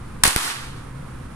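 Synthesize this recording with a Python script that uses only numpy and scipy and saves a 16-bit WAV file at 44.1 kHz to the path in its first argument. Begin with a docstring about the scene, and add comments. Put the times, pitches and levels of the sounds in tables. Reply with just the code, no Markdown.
"""A hand-held firework tube fires on a street at night: a sharp bang, then a weaker pop an eighth
of a second later. Ground, cars and walls slap the bang back, then many small echoes blend into
a short hiss. The bang overloads the microphone, and its automatic volume control briefly turns
everything down, including the distant traffic and a low hum."""
import sys
import numpy as np
from scipy import signal
from scipy.fft import rfft, irfft
from scipy.io import wavfile
from scipy.ndimage import uniform_filter1d, minimum_filter1d

SR = 44100
rng = np.random.default_rng(int(sys.argv[2]) if len(sys.argv) > 2 else 0)


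def store_pcm(level_fs):
    """Save levels as 16-bit WAV."""
    pcm = np.round(np.clip(level_fs, -1, 1) * 32767).astype(np.int16)
    wavfile.write(sys.argv[1], SR, np.atleast_2d(pcm).T)


N = 59535
T = np.arange(N) / SR
HZ = np.fft.rfftfreq(N, 1 / SR)


def firework():
    """The tube fires twice, and nearby surfaces each throw back a single echo."""
    # The bang and the pop: t/s, crack/dB, hold/s, decay/s, treble cut/(dB per kHz), ring/dB, thump/dB
    shots = [(0.2356, 16, 0.0035, .0013, 0.72, 13, 3), (0.3619, 7, 0.00042, 0.0011, 2.4, 5, 8)]
    # Single echoes: t/s, crack/dB, ring/dB, left over right/dB, thump/dB
    echoes = [(0.248, 0, -28, 1, -28), (0.2537, 9, -22, 20, 3), (0.2581, 3.5, -30, -9, -46),
              (0.2629, 0.5, -7, -1, -38), (0.2668, 8, -21, 6, -23), (0.2765, -3, 6, 3, 5.5),
              (0.2802, 0.5, 4, 1, -32), (0.2895, -8.5, -21, 15, -40), (0.3081, -6, -33, -15, -40),
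              (0.3305, -8.5, -25, -7, -40), (0.3777, -8, -4.5, -3, -15)]
    out = np.zeros((2, N))
    for start, *shot in shots:
        add(out, start, blast(*shot))
    for start, crack_db, ring_db, pan_db, thump_db in echoes:
        echo = blast(crack_db, hold_s=0.00057, decay_s=0.00046, cut_db_per_khz=0.84,
                     ring_db=ring_db, thump_db=thump_db, pan_db=pan_db)
        add(out, start, echo)
    return out


def blast(crack_db, hold_s, decay_s, cut_db_per_khz, ring_db, thump_db, pan_db=0):
    """One pressure wave: a crack that makes the microphone thump and its small opening ring."""
    # Tone of the crack: f/Hz, level/dB
    crack_tone = [(60, -6), (400, -6), (680, -2), (1200, 5.5), (2800, 2), (4000, 4.5), (6500, 1),
                  (10000, 10), (12500, -16), (15500, -9.5)]
    ring_hz, ring_width_hz = 8900, 3200
    crack = burst(colour(crack_tone, cut_db_per_khz), hold_s, decay_s)
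    resonance = 1 / (1 + (2 * (HZ - ring_hz) / ring_width_hz) ** 2)
    ring = burst(resonance, hold_s, decay_s)
    snap = amp(crack_db) * crack + amp(ring_db) * ring
    return snap * sides(pan_db) + amp(thump_db) * thump(T[:crack.shape[1]])


def burst(spectrum, hold_s, decay_s, size=8192):
    """Churning air: noise that starts at once, holds and dies away."""
    shape = np.exp(-np.maximum(T[:size] - hold_s, 0) / decay_s)
    puff = noise(spectrum, likeness=0.27, left_delay_s=0.00013)[:, :size] * shape
    return puff * np.sqrt(np.mean(shape ** 2) / np.mean(puff ** 2))  # the shape alone sets the energy


def thump(t):
    """A sharp pressure shock, then a low thump as the overloaded microphone swings back and settles."""
    shock_db, shock_s = 4.5, 0.000056
    rise_s, swing_s, settle_s = 0.00057, 0.0026, 0.21
    shock = amp(shock_db) * (1 - t / shock_s) * np.exp(-t / shock_s)
    swing_back = np.exp(-t / swing_s)
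    settling = swing_s / settle_s * np.exp(-t / settle_s)
    return shock + (settling - swing_back) * (1 - np.exp(-t / rise_s))


def street_echoes():
    """Crowded echoes last while the wave runs along the house fronts, then die away."""
    # Swells of echoes after each shot and from the far end of the street:
    # t/s, level/dB, rise/s, hold/s, fade during the hold/(dB per s), treble cut/(dB per kHz)
    swells = [(0.238, 1, 0.014, 0.096, 133.5, 0.21), (0.364, -9, 0.0056, 0.12, 39, 0.35),
              (0.479, -16, 0.023, 0.028, 26, 1), (0.75, -45.5, 0.021, .03, 40, 1.5)]
    # Tone of the echoes: f/Hz, level/dB
    echo_tone = [(40, -13.5), (330, -3.5), (600, -10), (900, 1.5), (1300, 4), (2400, -0.5), (4000, -0.5),
                 (7000, -4.5), (9500, 1.5), (11500, -5.5), (15000, -31.5)]
    # How long the street takes to fade by 60 dB: f/Hz, time/s
    ring_times = [(100, .5), (1200, 0.62), (3000, 0.67), (6000, 0.59), (10000, 0.53), (15000, 0.5)]
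    flicker_db = 1.16
    drop_db, drop_s = 10.5, 0.11  # an extra fade after the hold
    out = np.zeros((2, N))
    for start, level_db, rise_s, hold_s, fade_db_per_s, cut_db_per_khz in swells:
        flicker = unit(uniform_filter1d(rng.standard_normal(N), size=40))
        hiss = noise(colour(echo_tone, cut_db_per_khz), likeness=0.28, left_delay_s=-0.00014)
        hiss *= unit(amp(flicker_db * flicker))
        hz, t, bands = signal.stft(hiss, SR, nperseg=256)  # so each pitch can fade at its own speed
        after_hold = np.maximum(t - hold_s, 0)
        fade_db = fade_db_per_s * np.minimum(t, hold_s) + drop_db * np.minimum(after_hold / drop_s, 1)
        ring_out_db = 60 * after_hold / read(ring_times, hz)[:, None]
        _, swell = signal.istft(bands * amp(-fade_db - ring_out_db), SR, nperseg=256)
        add(out, start, amp(level_db) * np.minimum(T / rise_s, 1) * swell[:, :N])
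    return out


def colour(tone, cut_db_per_khz):
    """Left and right strength of each frequency in a firework sound, with the treble turned down."""
    # How the microphone's two sides differ in tone, the right being brighter: f/Hz, left over right/dB
    mic_tone = [(100, 0), (550, 0.5), (1150, -3), (2400, -4), (4000, -1), (9500, -1.5), (11500, -9),
                (15000, -28)]
    return amp(read(tone, HZ) - cut_db_per_khz * HZ / 1000) * sides(read(mic_tone, HZ))


def traffic(level_db=-35.5):
    """Distant cars blend into a steady rumble."""
    # Tone of the rumble: f/Hz, level/dB
    tone = [(20, -2.5), (45, -12), (65, -3), (92, -9.5), (130, -8.5), (230, -12), (400, -23), (500, -19.5),
            (620, -27.5), (850, -24), (1300, -22.5), (1800, -29), (3000, -37), (4500, -41.5), (6500, -44),
            (8200, -42.5), (9300, -36.5), (10500, -43), (12000, -52), (15400, -62)]
    # How the two sides differ in loudness: f/Hz, left over right/dB
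    balance = [(200, 0.5), (500, -5.5), (1100, -3.5), (2400, -3.5), (4000, -1), (9000, 0), (12500, -8.5)]
    # How alike the two sides are: f/Hz, likeness (1 = the same)
    likeness = [(40, 1), (130, 0.95), (270, 0.81), (600, -0.3), (1100, 0.85), (2000, 0.25), (10000, 0.034)]
    spectrum = amp(read(tone, HZ)) * sides(read(balance, HZ))
    return amp(level_db) * noise(spectrum, read(likeness, HZ))


def hum(pitch_hz=127.9, wander_hz=5.44, waver_db=3):
    """A low tone, like an engine, that wavers in pitch and loudness."""
    # How the hum swells and fades: t/s, level/dB
    levels = [(0, -46), (.6, -39), (.86, -45.5), (.96, -35), (1.13, -35.5), (1.35, -58)]
    cycles = np.cumsum(pitch_hz + wander_hz * drift(size=1200)) / SR
    tone = unit(np.sin(2 * np.pi * cycles) * amp(waver_db * drift(size=900)))
    return amp(np.interp(T, *np.transpose(levels))) * tone


def noise(spectrum, likeness, left_delay_s=0):
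    """Stereo noise of average strength 1, with a chosen tone and likeness between the sides."""
    shared, separate = rfft(rng.standard_normal((2, N)))
    left = shared * np.exp(-2j * np.pi * HZ * left_delay_s)
    right = likeness * shared + np.sqrt(1 - likeness ** 2) * separate
    pair = irfft(np.array([left, right]) * spectrum, N)
    return pair / np.sqrt(np.mean(pair ** 2))


def drift(size):
    """Slow random wandering, smoothed over `size` samples."""
    return unit(uniform_filter1d(uniform_filter1d(rng.standard_normal(N), size), size))


def amp(db):
    """Turns decibels into a number to multiply by."""
    return 10 ** (np.asarray(db) / 20)


def unit(x):
    """Scales a signal to an average strength (rms) of 1."""
    return x / np.sqrt(np.mean(x ** 2, axis=-1, keepdims=True) + 1e-20)


def read(table, hz):
    """Looks up frequencies in a table, gliding between its rows by pitch."""
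    row_hz, values = np.transpose(table)
    return np.interp(np.log(hz + 1), np.log(row_hz), values)


def sides(db):
    """Left and right volumes that make the left louder by `db`."""
    return amp(np.array([np.atleast_1d(db), -np.atleast_1d(db)]) / 2)


def add(mix, start_s, sound):
    """Mixes a sound in at a given time."""
    part = mix[:, round(start_s * SR):][:, :sound.shape[1]]
    part += sound[:, :part.shape[1]]


def scene():
    """Everything that reaches the microphone."""
    return firework() + street_echoes() + traffic() + hum()


def record(dry):
    """The volume dips on loud sounds and recovers; peaks are squashed and the highest treble is cut."""
    threshold_db, dip_share, deepest_db = -30, 0.62, 14
    hold_s, recover_db_per_s = 0.03, 178
    ceiling, top_hz = 0.74, 15500
    power = uniform_filter1d((dry ** 2).mean(0), size=200)
    level_db = 10 * np.log10(abs(power) + 1e-12)
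    wanted_dip_db = np.clip(dip_share * (level_db - threshold_db), 0, deepest_db)
    half_hold = round(hold_s * SR / 2)
    held_db = -minimum_filter1d(-wanted_dip_db, 2 * half_hold + 1, origin=half_hold)  # deepest recent dip
    recovery_db = T * recover_db_per_s
    dip_db = np.maximum.accumulate(held_db + recovery_db) - recovery_db  # lets go at a steady speed
    dipped = dry * amp(-uniform_filter1d(dip_db, size=100))
    squashed = ceiling * np.tanh(dipped / ceiling)
    low_pass = signal.firwin(301, top_hz, window=("kaiser", 8), fs=SR)
    return signal.oaconvolve(squashed, low_pass[None], "same", axes=1)


dry = scene()
out = record(dry)
store_pcm(out)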